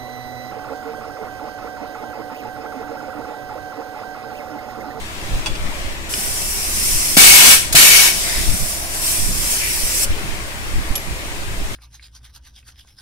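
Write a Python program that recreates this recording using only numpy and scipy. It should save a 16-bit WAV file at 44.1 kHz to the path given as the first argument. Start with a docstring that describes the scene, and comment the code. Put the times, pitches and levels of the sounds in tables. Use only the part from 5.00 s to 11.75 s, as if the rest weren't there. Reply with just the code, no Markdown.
"""Pneumatic punch press

A press punches a hole in a metal profile, close by in a small workshop. Its valve leaks with a wavering
hiss, then blows off twice, for the down stroke and the return, overloading the microphone. The profile
and the steel die click and ring; machines hum behind, and a draught buffets the microphone ports."""
import sys
import numpy as np
from scipy import signal
from scipy.fft import rfft, irfft, next_fast_len
from scipy.io import wavfile
from scipy.ndimage import uniform_filter1d, map_coordinates

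SR = 44100
rng = np.random.default_rng(int(sys.argv[2]) if len(sys.argv) > 2 else 0)


def bounce(signal):
    """Save signal as a 16-bit WAV file at the path given by the first command-line argument."""
    frames = np.transpose(np.atleast_2d(signal))
    limited = np.clip(frames, -1, 1)
    pcm = np.round(limited * 32767).astype(np.int16)
    wavfile.write(sys.argv[1], SR, pcm)


N = 297675
TIME = np.arange(N) / SR


def amp(db):
    """Decibels to gain."""
    return 10 ** (np.asarray(db) / 20)


def unit(x):
    """Scale to rms 1."""
    return x / np.sqrt(np.mean(x ** 2) + 1e-20)


def pan(side_db):
    """Stereo gains for a balance, given as left minus right in dB."""
    return amp(np.array([[.5], [-.5]]) * side_db)


def along(points, hz):
    """Read a curve of (Hz, value) points on a log frequency axis."""
    freqs, values = np.transpose(points)
    return np.interp(np.log(hz + 1), np.log(freqs + 1), values)


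def wobble(rate):
    """A smooth random curve with rate knots a second."""
    knots = rng.standard_normal(int(N * rate / SR) + 4)
    return map_coordinates(knots, [TIME * rate])


def bell(peak_s, half_s):
    """A smooth Gaussian swell."""
    return np.exp(-.5 * ((TIME - peak_s) / half_s) ** 2)


def gate(start, end, rise_s, fade_db_per_s):
    """A flow opens at start, holds until end, then dies away."""
    attack = 1 - np.exp(-np.maximum(TIME - start, 0) / rise_s)
    return attack * amp(-fade_db_per_s * np.maximum(TIME - end, 0))


def filtered(x, response):
    """Equalise x with a gain that is a function of Hz."""
    size = next_fast_len(N + SR // 2)
    return irfft(rfft(x, size) * response(np.fft.rfftfreq(size, 1 / SR)), size)[..., :N]


def rush(spectrum, balance, correlation, left_lag_s=0):
    """Rushing air: stereo noise of rms 1, its colour, balance and width set by curves over frequency."""
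    def spread(hz):
        angle = np.arccos(np.clip(along(correlation, hz), -1, 1)) / 2
        return np.array([np.cos(angle), np.sin(angle)])

    def colour(hz):
        delay = np.exp(-2j * np.pi * hz * np.array([[left_lag_s], [0]]))
        return amp(along(spectrum, hz)) * pan(along(balance, hz)) * delay

    mid, side = filtered(rng.standard_normal((2, N)), spread)
    return unit(filtered(np.array([mid + side, mid - side]), colour))


def shimmer(x, flutter_db, bands, from_hz, frames=6):
    """Each narrow band above from_hz flutters at random in level, giving a watery shimmer; rms 1."""
    hz, _, spectrum = signal.stft(x, SR, nperseg=1024)
    flutter = uniform_filter1d(rng.standard_normal(spectrum.shape[1:]), bands, axis=0)
    flutter = unit(uniform_filter1d(flutter, frames, axis=1))
    depth_db = flutter_db * (hz ** 2 / (hz ** 2 + from_hz ** 2))[:, None]
    gain = amp(depth_db * np.minimum(flutter, 1.5))
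    gain /= np.sqrt(np.mean(gain ** 2, axis=1, keepdims=True))
    return unit(signal.istft(spectrum * gain, nperseg=1024)[1][:, :N])


def cavity(modes, width_scale, side_db):
    """Turbulence rings in a cavity, each resonance's base width times width_scale; rms 1."""
    def response(hz):
        gain = 0
        for centre, width, db in modes:
            damping = hz * width * width_scale
            gain += amp(db) * np.abs(damping / (centre ** 2 - hz ** 2 + 1j * damping)) ** 2
        return gain

    return unit(filtered(rng.standard_normal((2, N)), response) * pan(side_db))


# The room's decay. Each row: frequency in Hz, seconds to fall 60 dB.
ROOM_DECAY = [(200, 0.3), (2000, 0.42), (8000, 0.51), (15000, 0.33)]

def workshop(x, walls_db, tail_db, echoes=12):
    """Echoes off the press frame and near walls, then a short diffuse tail."""
    hz, t, noise = signal.stft(rng.standard_normal((2, SR // 2)), SR, nperseg=256)
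    decay = amp(-60 * t / along(ROOM_DECAY, hz)[:, None])
    tail = signal.istft(noise * decay, SR, nperseg=256)[1]
    impulse = amp(tail_db) * tail / np.linalg.norm(tail[0])
    for channel in impulse:
        delays = (rng.uniform(.001, .012, echoes) * SR).astype(int)
        channel[delays] += amp(walls_db) * rng.choice([-1, 1], echoes) / np.sqrt(echoes)
    impulse[:, 0] += 1  # direct sound
    return signal.fftconvolve(x, impulse / np.linalg.norm(impulse[0]), axes=1)[:, :N]


# The fans' colour. Each row: frequency in Hz, relative level in dB.
FAN_SPECTRUM = [(15, -31), (25, -2), (86, -18.5), (140, -27), (160, -23.5), (198, -20), (233, -23.5),
                (322, -19), (495, -25), (551, -20), (850, -23.5), (1020, -21.5), (1300, -24), (2110, -22.5),
                (6030, -31.5), (8110, -32), (15500, -44)]
# Where the fans sit. Each row: frequency in Hz, left minus right in dB.
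FAN_BALANCE = [(60, 2), (110, -19), (200, 1), (380, -1), (700, 1), (1290, 2), (2380, 8.5), (4400, -0.5),
               (8120, 2), (15000, -4)]
# Their stereo width. Each row: frequency in Hz, left-right correlation.
FAN_CORRELATION = [(60, 0.22), (130, 1), (290, 0.84), (640, 0.48), (1410, -0.3), (3100, -0.32),
                   (6820, 0.086), (15000, 0.048)]
# The motors' tones. Each row: frequency in Hz, level in dB.
MOTOR_TONES = [(65, -41.5), (100, -50), (135, -47.5), (205, -50.5), (323, -51), (400, -52.5), (565, -62)]

def machines():
    """Fans rush and motors hum in the shop, drifting gently in level."""
    fan_level = amp(-29 + 1.04 * wobble(5.88))
    air = rush(FAN_SPECTRUM, FAN_BALANCE, FAN_CORRELATION)
    fans = fan_level * shimmer(air, flutter_db=1.94, bands=3, from_hz=20)
    hum = 0
    for hz, db in MOTOR_TONES:
        peak = np.sqrt(2) * amp(db + 2.2 * wobble(4.22))
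        hum += peak * np.sin(2 * np.pi * hz * TIME + 0.84 * wobble(5))
    return fans + hum


# The colours of the wind rumble and its finer eddies. Each row: frequency in Hz, relative level in dB.
RUMBLE_SPECTRUM = [(10, 6.5), (30, 1), (60, -5.5), (120, -17), (250, -26), (600, -39), (2000, -100)]
EDDY_SPECTRUM = [(20, -25), (80, -2), (130, 3.5), (250, -8), (450, -25), (900, -60), (2000, -100)]
# Gusts on the microphone. Each row: peak in seconds, level in dB, half length in seconds,
# left minus right in dB, eddy trim in dB.
DRAUGHT_GUSTS = [(0.346, -16.5, 0.047, -1, -5), (0.5, -23, 0.022, 10, -1), (0.65, -21.5, 0.043, 0, 1),
                 (0.83, -27, 0.093, -3, -4), (1.937, -19, 0.034, 5, -17), (2.742, -22, 0.035, 3, -3),
                 (3.407, -19.5, 0.037, -4, -2), (3.493, -11.5, 0.015, 9, -12), (3.537, -18, 0.015, 3, 10),
                 (3.622, -20.5, 0.016, -9, 6), (4.212, -19, 0.027, -6, -4), (4.289, -13, 0.022, -1, 0),
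                 (4.372, -27, 0.097, -7, 5), (4.85, -22, 0.019, 0, -16), (5.108, -17, 0.031, 5, -11),
                 (5.28, -23, 0.062, -5, -4), (5.772, -18, 0.051, -2.5, -1.5),
                 (5.915, -17.5, 0.014, -14, -3), (6.116, -20.5, 0.041, -3, -2), (6.57, -21.5, 0.13, -1, -8)]

def draught():
    """A light draught swells into gusts that thump the microphone ports; some break into finer eddies."""
    rumble_power, eddy_power = amp(-32.5) ** 2, 0
    for peak_s, db, half_s, side_db, eddy_db in DRAUGHT_GUSTS:
        gust_power = (amp(db) * pan(side_db) * bell(peak_s, half_s)) ** 2
        rumble_power += gust_power
        eddy_power += gust_power * amp(eddy_db) ** 2
    centred = [(50, 0)]
    flurry = amp(-14) * np.sqrt(eddy_power) * rush(EDDY_SPECTRUM, centred, correlation=[(50, 0.16)])
    rumble = np.sqrt(rumble_power) * rush(RUMBLE_SPECTRUM, centred, correlation=[(50, 0.25)])
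    return rumble + flurry


def strikes(hits, modes, crack_db, crack_t60, band_hz):
    """Each contact is a short crack of noise and rings the modes at new strengths."""
    out, t = np.zeros((2, N + SR)), np.arange(SR // 2) / SR
    bandpass = signal.butter(2, band_hz, "bandpass", fs=SR)
    attack = 1 - np.exp(-t / 0.00017)
    for start, db, ring_scale in hits:
        ring = 0
        for hz, mode_db, t60 in modes:
            decay = amp(mode_db + rng.normal(0, 1, (2, 1)) - 60 * t / (t60 * ring_scale))
            cycles = hz * t + rng.random() + 0.56 * rng.random((2, 1))
            ring += decay * np.sin(2 * np.pi * cycles)
        noise = signal.lfilter(*bandpass, rng.standard_normal((2, len(t))))
        crack = amp(crack_db - 60 * t / crack_t60) * noise
        onset = round(start * SR)
        out[:, onset:onset + len(t)] += amp(db) * (ring + crack) * attack
    return out[:, :N]


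# Knocks of the profile and clicks of the die's small steel parts.
# Each row: start in seconds, relative level in dB, ring time multiplier.
PROFILE_KNOCKS = [(0.460, -17, .6), (0.4635, -20, 0.43), (0.4675, -19, .95), (0.473, -25, .4),
                  (0.553, -26, 0.37), (0.559, -29, .3)]
DIE_CLICKS = [(5.890, -36, 0.38), (5.897, -42, .3), (5.9548, -17, 0.4), (5.958, -18, 0.95),
              (5.979, -29, .2)]
# Dry ticks at the end stop, and thumps as the ram starts and stops.
# Each row: start in seconds, relative level in dB.
STOP_TICKS = [(1.1384, -14.5), (5.9785, -27)]
RAM_THUMPS = [(2.17, 0.5), (2.477, -9), (2.746, -6), (2.753, -8.5)]
# How each part rings. Each row: frequency in Hz, relative level in dB, base time to fall 60 dB in seconds.
PROFILE_MODES = [(650, -4, 0.052), (835, -2, 0.049), (2325, -14, .18), (2590, -1, 0.06),
                 (2800, -0.5, 0.068), (3403, -3.5, 0.19), (4630, 0, 0.045), (4770, -8, 0.11),
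                 (5500, -6, 0.06), (6070, -8, 0.07), (7655, -10, .07), (8600, -7, .07)]
DIE_MODES = [(3130, -4, .025), (3500, 0, 0.025), (5690, -9, 0.1), (7500, -1, 0.017), (9300, -12, .02),
             (11330, 1, 0.045), (11300, -4.5, .13), (15030, -16, .06)]
STOP_MODES = [(1750, -7, .018), (2450, -2, 0.014), (2910, 1, .017), (3900, -14, .02), (5000, -2, 0.032),
              (6650, -8, .025)]
RAM_MODES = [(153, -8, 0.08), (188, -4.5, 0.054), (243, -6, 0.085), (292, -11.5, 0.054), (690, -3.5, 0.036)]

def metal_contacts():
    """The profile knocks on the die and taps its end stop, the die clicks and the ram thumps."""
    ticks = [(start, db, 1) for start, db in STOP_TICKS]
    thumps = [(start, db, 1) for start, db in RAM_THUMPS]
    profile = strikes(PROFILE_KNOCKS, PROFILE_MODES, crack_db=1.5, crack_t60=0.058, band_hz=(350, 7000))
    stop = strikes(ticks, STOP_MODES, crack_db=2, crack_t60=0.022, band_hz=(1200, 7000))
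    die = strikes(DIE_CLICKS, DIE_MODES, crack_db=5, crack_t60=0.018, band_hz=(2900, 11000))
    ram = strikes(thumps, RAM_MODES, crack_db=-1, crack_t60=0.024, band_hz=(60, 2500))
    ringing = amp(-3) * pan(1.3) * profile + amp(-0.5) * pan(-2) * die
    damped = pan(2.5) * stop + amp(-4) * ram
    return workshop(ringing, walls_db=-8.5, tail_db=-11.5) + workshop(damped, walls_db=-20, tail_db=-12)


# The leaks before and after the stroke. Each row: opens at, shuts at, in seconds.
LEAK_SPANS = [(1.088, 2.17), (3.13, 5.045)]
# The flow, one curve per leak. Each row: time in seconds, relative level in dB.
LEAK_CURVES = [
    [(1.16, -28), (1.208, -26.5), (1.726, -26), (1.874, -20.5), (2.14, -22.5)],
    [(3.2, -25.5), (3.74, -27.5), (3.882, -32.5), (3.958, -27), (4.004, -28), (4.07, -20.5), (4.32, -27),
     (4.53, -21.5), (4.626, -25), (4.932, -23.5), (4.998, -20.5), (5.03, -20)],
]
# The hiss's colour. 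Each row: frequency in Hz, relative level in dB.
HISS_SPECTRUM = [(100, -51), (700, -29), (1500, -15), (3000, -8), (4000, -8), (5500, -0.5), (6400, -3.5),
                 (8500, 1.5), (9900, 1), (10900, -3.5), (12300, -2.5), (13800, -10.5), (16000, -13)]
# Where the hiss sits. Each row: frequency in Hz, left minus right in dB.
HISS_BALANCE = [(700, 6), (1500, 3), (2400, 5), (4000, 0), (5500, 5), (6600, 1), (8300, -1), (10000, -3),
                (12500, -2.5), (14000, -11)]
# The air turns hollow as it catches the port. Each row: start in seconds, fade start in seconds,
# level in dB, resonance in Hz, width in Hz.
HOLLOW_SWELLS = [(3.22, 3.4, -28.5, 2070, 840), (3.144, 3.46, -32.5, 3660, 1100),
                 (3, 3.38, -30.5, 5000, 980), (4.584, 4.65, -25, 2290, 810), (4.6, 4.7, -40, 2250, 600)]
# Resonances of the leaking port and the supply line.
# Each row: centre in Hz, base width in Hz, relative level in dB.
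LEAK_PORT_MODES = [(2300, 740, -6.5), (2650, 160, -6), (5500, 1500, -1.5)]
SUPPLY_LINE_MODES = [(677, 150, 0)]

def valve_leak():
    """One escaping flow drives the hiss and sounds the port; the supply line hums as it refills."""
    open_s, flow, hollow = 0.013, 0, 0
    for (start, end), curve in zip(LEAK_SPANS, LEAK_CURVES):
        strength = amp(np.interp(TIME, *np.transpose(curve)))
        flow += strength * gate(start, end, open_s, fade_db_per_s=1100)
    shut_s = LEAK_SPANS[-1][1]
    flow += amp(-43.5) * gate(shut_s, shut_s, open_s, fade_db_per_s=1.5)  # a faint seep lingers
    for start, end, db, hz, width in HOLLOW_SWELLS:
        swell = amp(db) * gate(start, end, rise_s=0.018, fade_db_per_s=95)
        hollow += swell * cavity([(hz, width, 0)], width_scale=1, side_db=5)
    jet = rush(HISS_SPECTRUM, HISS_BALANCE, correlation=[(1000, 0.67), (10000, 0.029)], left_lag_s=.00041)
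    jet = shimmer(jet, flutter_db=3.8, bands=2, from_hz=370)
    hiss = flow * jet * amp(4 + 0.13 * wobble(27) + 0.26 * wobble(90))
    port = amp(-9.5) * flow * cavity(LEAK_PORT_MODES, width_scale=0.81, side_db=12)
    refill_flow = amp(-40.5) * gate(3.1, 4.18, open_s, fade_db_per_s=39)
    refill = refill_flow * cavity(SUPPLY_LINE_MODES, width_scale=0.64, side_db=1)
    return workshop(hiss + port + hollow + refill, walls_db=-16, tail_db=-17)


# The down stroke's blast, then a short spit and the return's blast. Each row: start in seconds, closing
# start in seconds, level in dB, sag in dB per second, closing fade in dB per second, port ring in dB.
EXHAUST_BLASTS = [(2.166, 2.537, -1.1, 8, 400, -8.5), (2.724, 2.728, -8.5, 5, 893, -39),
                  (2.749, 3.069, -2.5, 23.5, 187, -6.5)]
# The blast's colour. Each row: frequency in Hz, relative level in dB.
BLAST_SPECTRUM = [(40, -16), (150, -13), (500, -11.5), (1200, -6.5), (1600, -6), (1900, -7), (2020, -11),
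                  (2180, -8.5), (2600, -3.5), (3200, -2), (4500, -0.5), (6000, -1), (9800, 2),
                  (10900, -4.5), (11800, -1.5), (13500, -4.5), (16000, -10)]
# Where the blast sits. Each row: frequency in Hz, left minus right in dB.
BLAST_BALANCE = [(200, 1.5), (1500, 2), (2300, 9.5), (4000, 2.5), (6500, 3.5), (9000, 1), (12000, -1.5),
                 (15500, -2)]
# Exhaust port resonances, main one first. Each row: centre in Hz, base width in Hz, relative level in dB.
EXHAUST_MODES = [(2244, 150, -1.3), (1860, 180, -10.5), (1600, 440, -13), (2600, 530, -9), (2990, 280, -10),
                 (3810, 250, -15), (5700, 420, -7.5), (6260, 450, -29)]
# Surges of the main resonance. Each row: peak in seconds, dB against the jet, half length in seconds.
PORT_SURGES = [(2.308, -4, .022), (2.531, -11.5, .014), (2.941, -3, .018)]

def blow_offs():
    """The cylinder vents: the jet opens at once, sags with the pressure and is shut off; the port rings."""
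    jet = rush(BLAST_SPECTRUM, BLAST_BALANCE, correlation=[(300, 0.67), (10000, 0.049)], left_lag_s=.00016)
    roar = shimmer(jet, flutter_db=3.8, bands=2, from_hz=710)
    port = cavity(EXHAUST_MODES, width_scale=0.9, side_db=4.5)
    surge_level = sum(amp(db) * bell(peak_s, half_s) for peak_s, db, half_s in PORT_SURGES)
    surges = surge_level * cavity(EXHAUST_MODES[:1], width_scale=0.9, side_db=8)
    splutter = amp(0.46 * wobble(40.07) + 0.5 * wobble(130))
    out = np.zeros((2, N))
    for start, end, db, sag, closing, port_db in EXHAUST_BLASTS:
        valve = gate(start, end, rise_s=.004, fade_db_per_s=closing)
        pressure = amp(db - sag * np.maximum(TIME - start, 0))
        blast = valve * pressure * splutter * (roar + amp(port_db) * port + surges)
        out += workshop(blast, walls_db=-16, tail_db=-6.5)
    return out


def scene():
    """Everything that reaches the two microphone ports."""
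    return valve_leak() + blow_offs() + metal_contacts() + machines() + draught()


def record(dry):
    """Overload rounds off the loudest peaks, and nothing passes above the band limit."""
    ceiling, hardness, top_hz = 1.05, 5, 15750
    clipped = dry / (1 + np.abs(dry / ceiling) ** hardness) ** (1 / hardness)
    return filtered(clipped, lambda hz: hz < top_hz)


dry = scene()
out = record(dry)
bounce(out)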